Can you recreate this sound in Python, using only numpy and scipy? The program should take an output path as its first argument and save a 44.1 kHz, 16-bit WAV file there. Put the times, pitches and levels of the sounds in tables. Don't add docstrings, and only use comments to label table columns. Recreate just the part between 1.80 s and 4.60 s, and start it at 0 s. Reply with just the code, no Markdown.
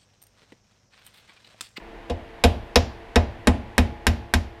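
import sys
import numpy as np
from scipy import signal
from scipy.fft import rfft, irfft
from scipy.io import wavfile
from scipy.ndimage import uniform_filter1d

SR = 44100
rng = np.random.default_rng(int(sys.argv[2]) if len(sys.argv) > 2 else 0)


def generate_wav(sig):
    pcm = np.round(np.clip(np.atleast_2d(sig).T, -1, 1) * 32767).astype(np.int16)
    wavfile.write(sys.argv[1], SR, pcm)


N = 123479
T = np.arange(N) / SR
BLOW_T = T[:20480]

# (f/Hz, level per Hz/dB)
AIR_SPECTRUM = [(20, -10.5), (38, 2), (60, -11), (150, -19.5), (240, -12), (500, -15), (900, -13.5),
                (1300, -23), (1800, -18.5), (3300, -28.5), (5700, -42.5), (9400, -51), (10400, -47.5),
                (11400, -55.5), (15000, -53.5)]
# (f/Hz, rms level/dB)
HUM_TONES = [(37.7, -53), (339.1, -54), (452.2, -55.5), (683.7, -57.5)]
# (t/s, level/dB)
BACKGROUND_FADER = [(0, 1), (.6, 0.5), (1.3, 0.5), (1.9, 0), (2.8, -2.5)]
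# (t/s, then level/dB at each of the register centres)
TAP_STRENGTHS = [(0.298, -11, -11.0, -4.5, -11, -20.5, -13, -17, -15.5, -23),
                 (0.6383, 2.5, 2.5, 5, 2.5, -1.5, 6, 0.5, 5, 7),
                 (0.9577, -0.5, 0.1, 2.5, 4.5, 0.5, 4.5, 10, -1.3, 5.5),
                 (1.3579, 2, 1.2, 2.5, 3.5, 1.7, 0, 0.4, -4, -3),
                 (1.6721, -0.2, 5.5, 0.4, 3, -2, -0.3, -4, 4.3, -4),
                 (1.9806, 1.1, 2.3, -2.7, -0.5, -0.4, 0.3, -1.3, 1, 2.5),
                 (2.2679, -0.3, 0, -5.2, -1.3, -0.8, 0.3, 1.8, -0.7, 5.5),
                 (2.5384, -0.7, -3.5, -7.5, -2.5, -3, -2, 1.2, 1, 3)]
REGISTER_CENTRES_HZ = [70, 240, 530, 1000, 1700, 3100, 6000, 8900, 12400]
# (crack level/dB, hollow knock level/dB, lingering ring level/dB, time the punch takes to seat t/s)
TAP_SEATING = [(-10.5, -1.5, -20, .003), (-15, -0.5, -11.5, 0.0015), (-13, 1, -16, .0003),
               (-20.5, -0.5, -12, 0.00071), (-4.5, 0, -2.5, .0001), (-1.5, -4.5, 3, 0.00007),
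               (-3, -5, -7, .0001), (-2, -16, -3.5, 0.000083)]
# (f/Hz, level/dB, t60 t/s, swell t/s, delay after seating t/s)
BENCH_MODES = [(44.4, -14.2, 0.187, 0.007, 0.0066), (66.1, -18.3, 0.417, 0.039, 0.0136),
               (75.4, -3.0, 0.166, 0.03, 0.0), (84.4, -13.4, 0.217, 0.009, 0.0273),
               (206.1, -21.9, 0.182, 0.003, 0.0026), (235.0, -22.8, 0.314, 0.04, 0.0072),
               (248.4, -13.5, 0.13, 0.002, 0.004)]
# (f/Hz, level/dB, t60 t/s, swell t/s)
KNOCK_MODES = [(484.4, -2, 0.062, 0.011), (605, -15, 0.086, 0.02), (700.6, -13.5, 0.09, 0.01)]
# (f/Hz, level/dB, t60 t/s)
METAL_MODES = [(592, -37, 0.2), (701, -27.5, 0.24), (849, -29, .2), (1040, -28.5, 0.13), (1575, -21, .05),
               (1740, -19.5, 0.045), (1930, -30.5, 0.13), (2494, -23.5, 0.093), (2731, -31, 0.091),
               (3735, -27.5, 0.079), (3835, -23, 0.059), (5173, -29.5, 0.079), (5390, -27, 0.073),
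               (7080, -31.5, 0.062)]
# (f/Hz, clack level per Hz/dB, clack t60 t/s, room level per Hz/dB, room t60 t/s)
CLACK_AND_ROOM = [(110.4, -52, 0.23, -50, 0.91), (162, -58, 0.153, -60.5, .4), (205, -48, .2, -49, 0.55),
                  (340, -41.5, 0.079, -55.5, 0.41), (644, -43, 0.13, -54.5, 0.47),
                  (1170, -55, .11, -69.5, 0.48), (1740, -46.5, 0.062, -63, 0.34),
                  (2690, -52, 0.084, -69, 0.4), (4560, -56, 0.06, -77, 0.43),
                  (6560, -64, 0.064, -79.5, 0.3), (9000, -63, 0.039, -84.5, 0.21),
                  (12500, -77, 0.096, -105, 0.59), (15500, -89, .06, -108, 0.23)]
# (f/Hz, level/dB, t60 t/s)
CRACK_MODES = [(970, -2, 0.0044), (1628, -4, 0.011), (1808, -8.5, 0.032), (4230, -12.5, 0.007),
               (7350, -22.5, 0.0017), (11000, -28.5, 0.0017)]

AIR_DB, HUM_WAVER, WAVER_HZ = -45, 0.3, 6
RING_HZ, RING_DB, RING_T60_S = 838, -43, 2.06
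METAL_VARIES_DB = 1
CLACK_RISE_CYCLES, ROOM_RISE_S = 1.0, 0.0084
CLACK_VARIES = 0.63
SNAP_DB, SNAP_T60_S, SNAP_ABOVE_HZ = 14.5, 0.0055, 7800
CEILING, CUTOFF_HZ = 0.86, 15200


def from_db(db):
    return 10 ** (np.asarray(db) / 20)


def at_hz(points_hz, values, hz):
    return np.interp(np.log(hz), np.log(points_hz), values)


def envelope(t, t60, rise):
    swell = 1 - np.exp(-t / max(rise, 1e-5))
    return swell * from_db(-60 * t / t60)


def mode(t, hz, t60, rise=0):
    return np.sin(2 * np.pi * hz * t) * envelope(t, t60, rise)


def struck(colour, hz, db, t60, rise=0):
    level_db = db + at_hz(REGISTER_CENTRES_HZ, colour, hz)
    return from_db(level_db) * mode(BLOW_T, hz, t60, rise)


def noise(gain_at, size):
    hz = np.fft.rfftfreq(size, 1 / SR) + 0.0011
    x = irfft(rfft(rng.standard_normal(size)) * gain_at(hz), size)
    return x / x.std()


def band_noise(low, high, size):
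    def band_gain(f):
        detune = (f * f - low * high) / (f * (high - low))
        return 1 / np.sqrt(1 + detune ** 8)
    x = noise(band_gain, size)
    power = uniform_filter1d(x * x, int(3 * SR / (high - low)), mode="wrap")
    return x / np.sqrt(power)


def add(out, sound, s):
    i = int(s * SR)
    out[i:i + len(sound)] += sound[:N - i]


def room_air():
    return from_db(AIR_DB) * noise(lambda f: from_db(at_hz(*np.transpose(AIR_SPECTRUM), f)), N)


def waver():
    return HUM_WAVER * noise(lambda f: 1 / (1 + (f / WAVER_HZ) ** 2), N)


def machine_hum():
    hum = np.zeros(N)
    for hz, db in HUM_TONES:
        level = from_db(db) * np.sqrt(2) * (1 + waver())
        hum += level * np.sin(2 * np.pi * (hz * T + rng.random()) + waver())
    return hum


def workshop():
    fader = from_db(np.interp(T, *np.transpose(BACKGROUND_FADER)))
    return fader * (room_air() + machine_hum())


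def bench_thud(out, colour, s):
    for *row, delay_s in BENCH_MODES:
        add(out, struck(colour, *row), s + delay_s)


def lingering_ring(ring_db):
    return from_db(RING_DB + ring_db) * mode(T, RING_HZ, RING_T60_S)


def hollow_knock(colour, knock_db):
    return from_db(knock_db) * sum(struck(colour, *row) for row in KNOCK_MODES)


def ringing_metal(colour):
    ringing = np.zeros(len(BLOW_T))
    for hz, db, t60 in METAL_MODES:
        sign = rng.choice([-1, 1])
        varied_db = db + METAL_VARIES_DB * rng.standard_normal()
        ringing += sign * struck(colour, hz, varied_db, t60)
    return ringing


def clacks():
    t = BLOW_T
    hz, clack_db, clack_t60, room_db, room_t60 = np.transpose(CLACK_AND_ROOM)
    edges = np.geomspace(95, 16000, 27)
    out = np.zeros((len(TAP_STRENGTHS), len(t)))
    for low, high in zip(edges, edges[1:]):
        mid = np.sqrt(low * high)
        shared = band_noise(low, high, len(t))
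        own = band_noise(low, high, out.size).reshape(out.shape)
        grain = np.sqrt(1 - CLACK_VARIES) * shared + np.sqrt(CLACK_VARIES) * own

        clack_decay = envelope(t, at_hz(hz, clack_t60, mid), CLACK_RISE_CYCLES / mid)
        clack = from_db(at_hz(hz, clack_db, mid)) * clack_decay
        treble = 1 / (1 + (SNAP_ABOVE_HZ / mid) ** 2)
        clack *= 1 + from_db(SNAP_DB) * envelope(t, SNAP_T60_S, 0) * treble

        room_decay = envelope(t, at_hz(hz, room_t60, mid), ROOM_RISE_S)
        room = from_db(at_hz(hz, room_db, mid)) * room_decay

        strength = from_db([[at_hz(REGISTER_CENTRES_HZ, tap[1:], mid)] for tap in TAP_STRENGTHS])
        out += strength * np.sqrt(high - low) * np.hypot(clack, room) * grain
    return out


def contact_crack(colour, crack_db):
    return from_db(crack_db) * sum(struck(colour, *row) for row in CRACK_MODES)


def taps():
    out = np.zeros(N)
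    for (s, *colour), seating, clack in zip(TAP_STRENGTHS, TAP_SEATING, clacks()):
        crack_db, knock_db, ring_db, seat_s = seating
        seating_swell = envelope(BLOW_T, np.inf, seat_s / 2)
        metal = (clack + ringing_metal(colour)) * seating_swell
        bench_thud(out, colour, s + seat_s)
        add(out, lingering_ring(ring_db), s)
        add(out, hollow_knock(colour, knock_db), s + seat_s)
        add(out, contact_crack(colour, crack_db) + metal, s)
    return out


def scene():
    return (workshop() + taps())[None]


def record(dry):
    rounded = dry / (1 + (dry / CEILING) ** 6) ** (1 / 6)
    low_pass = signal.ellip(10, 0.1, 80, CUTOFF_HZ, fs=SR, output="sos")
    return signal.sosfilt(low_pass, rounded)


dry = scene()
out = record(dry)
generate_wav(out)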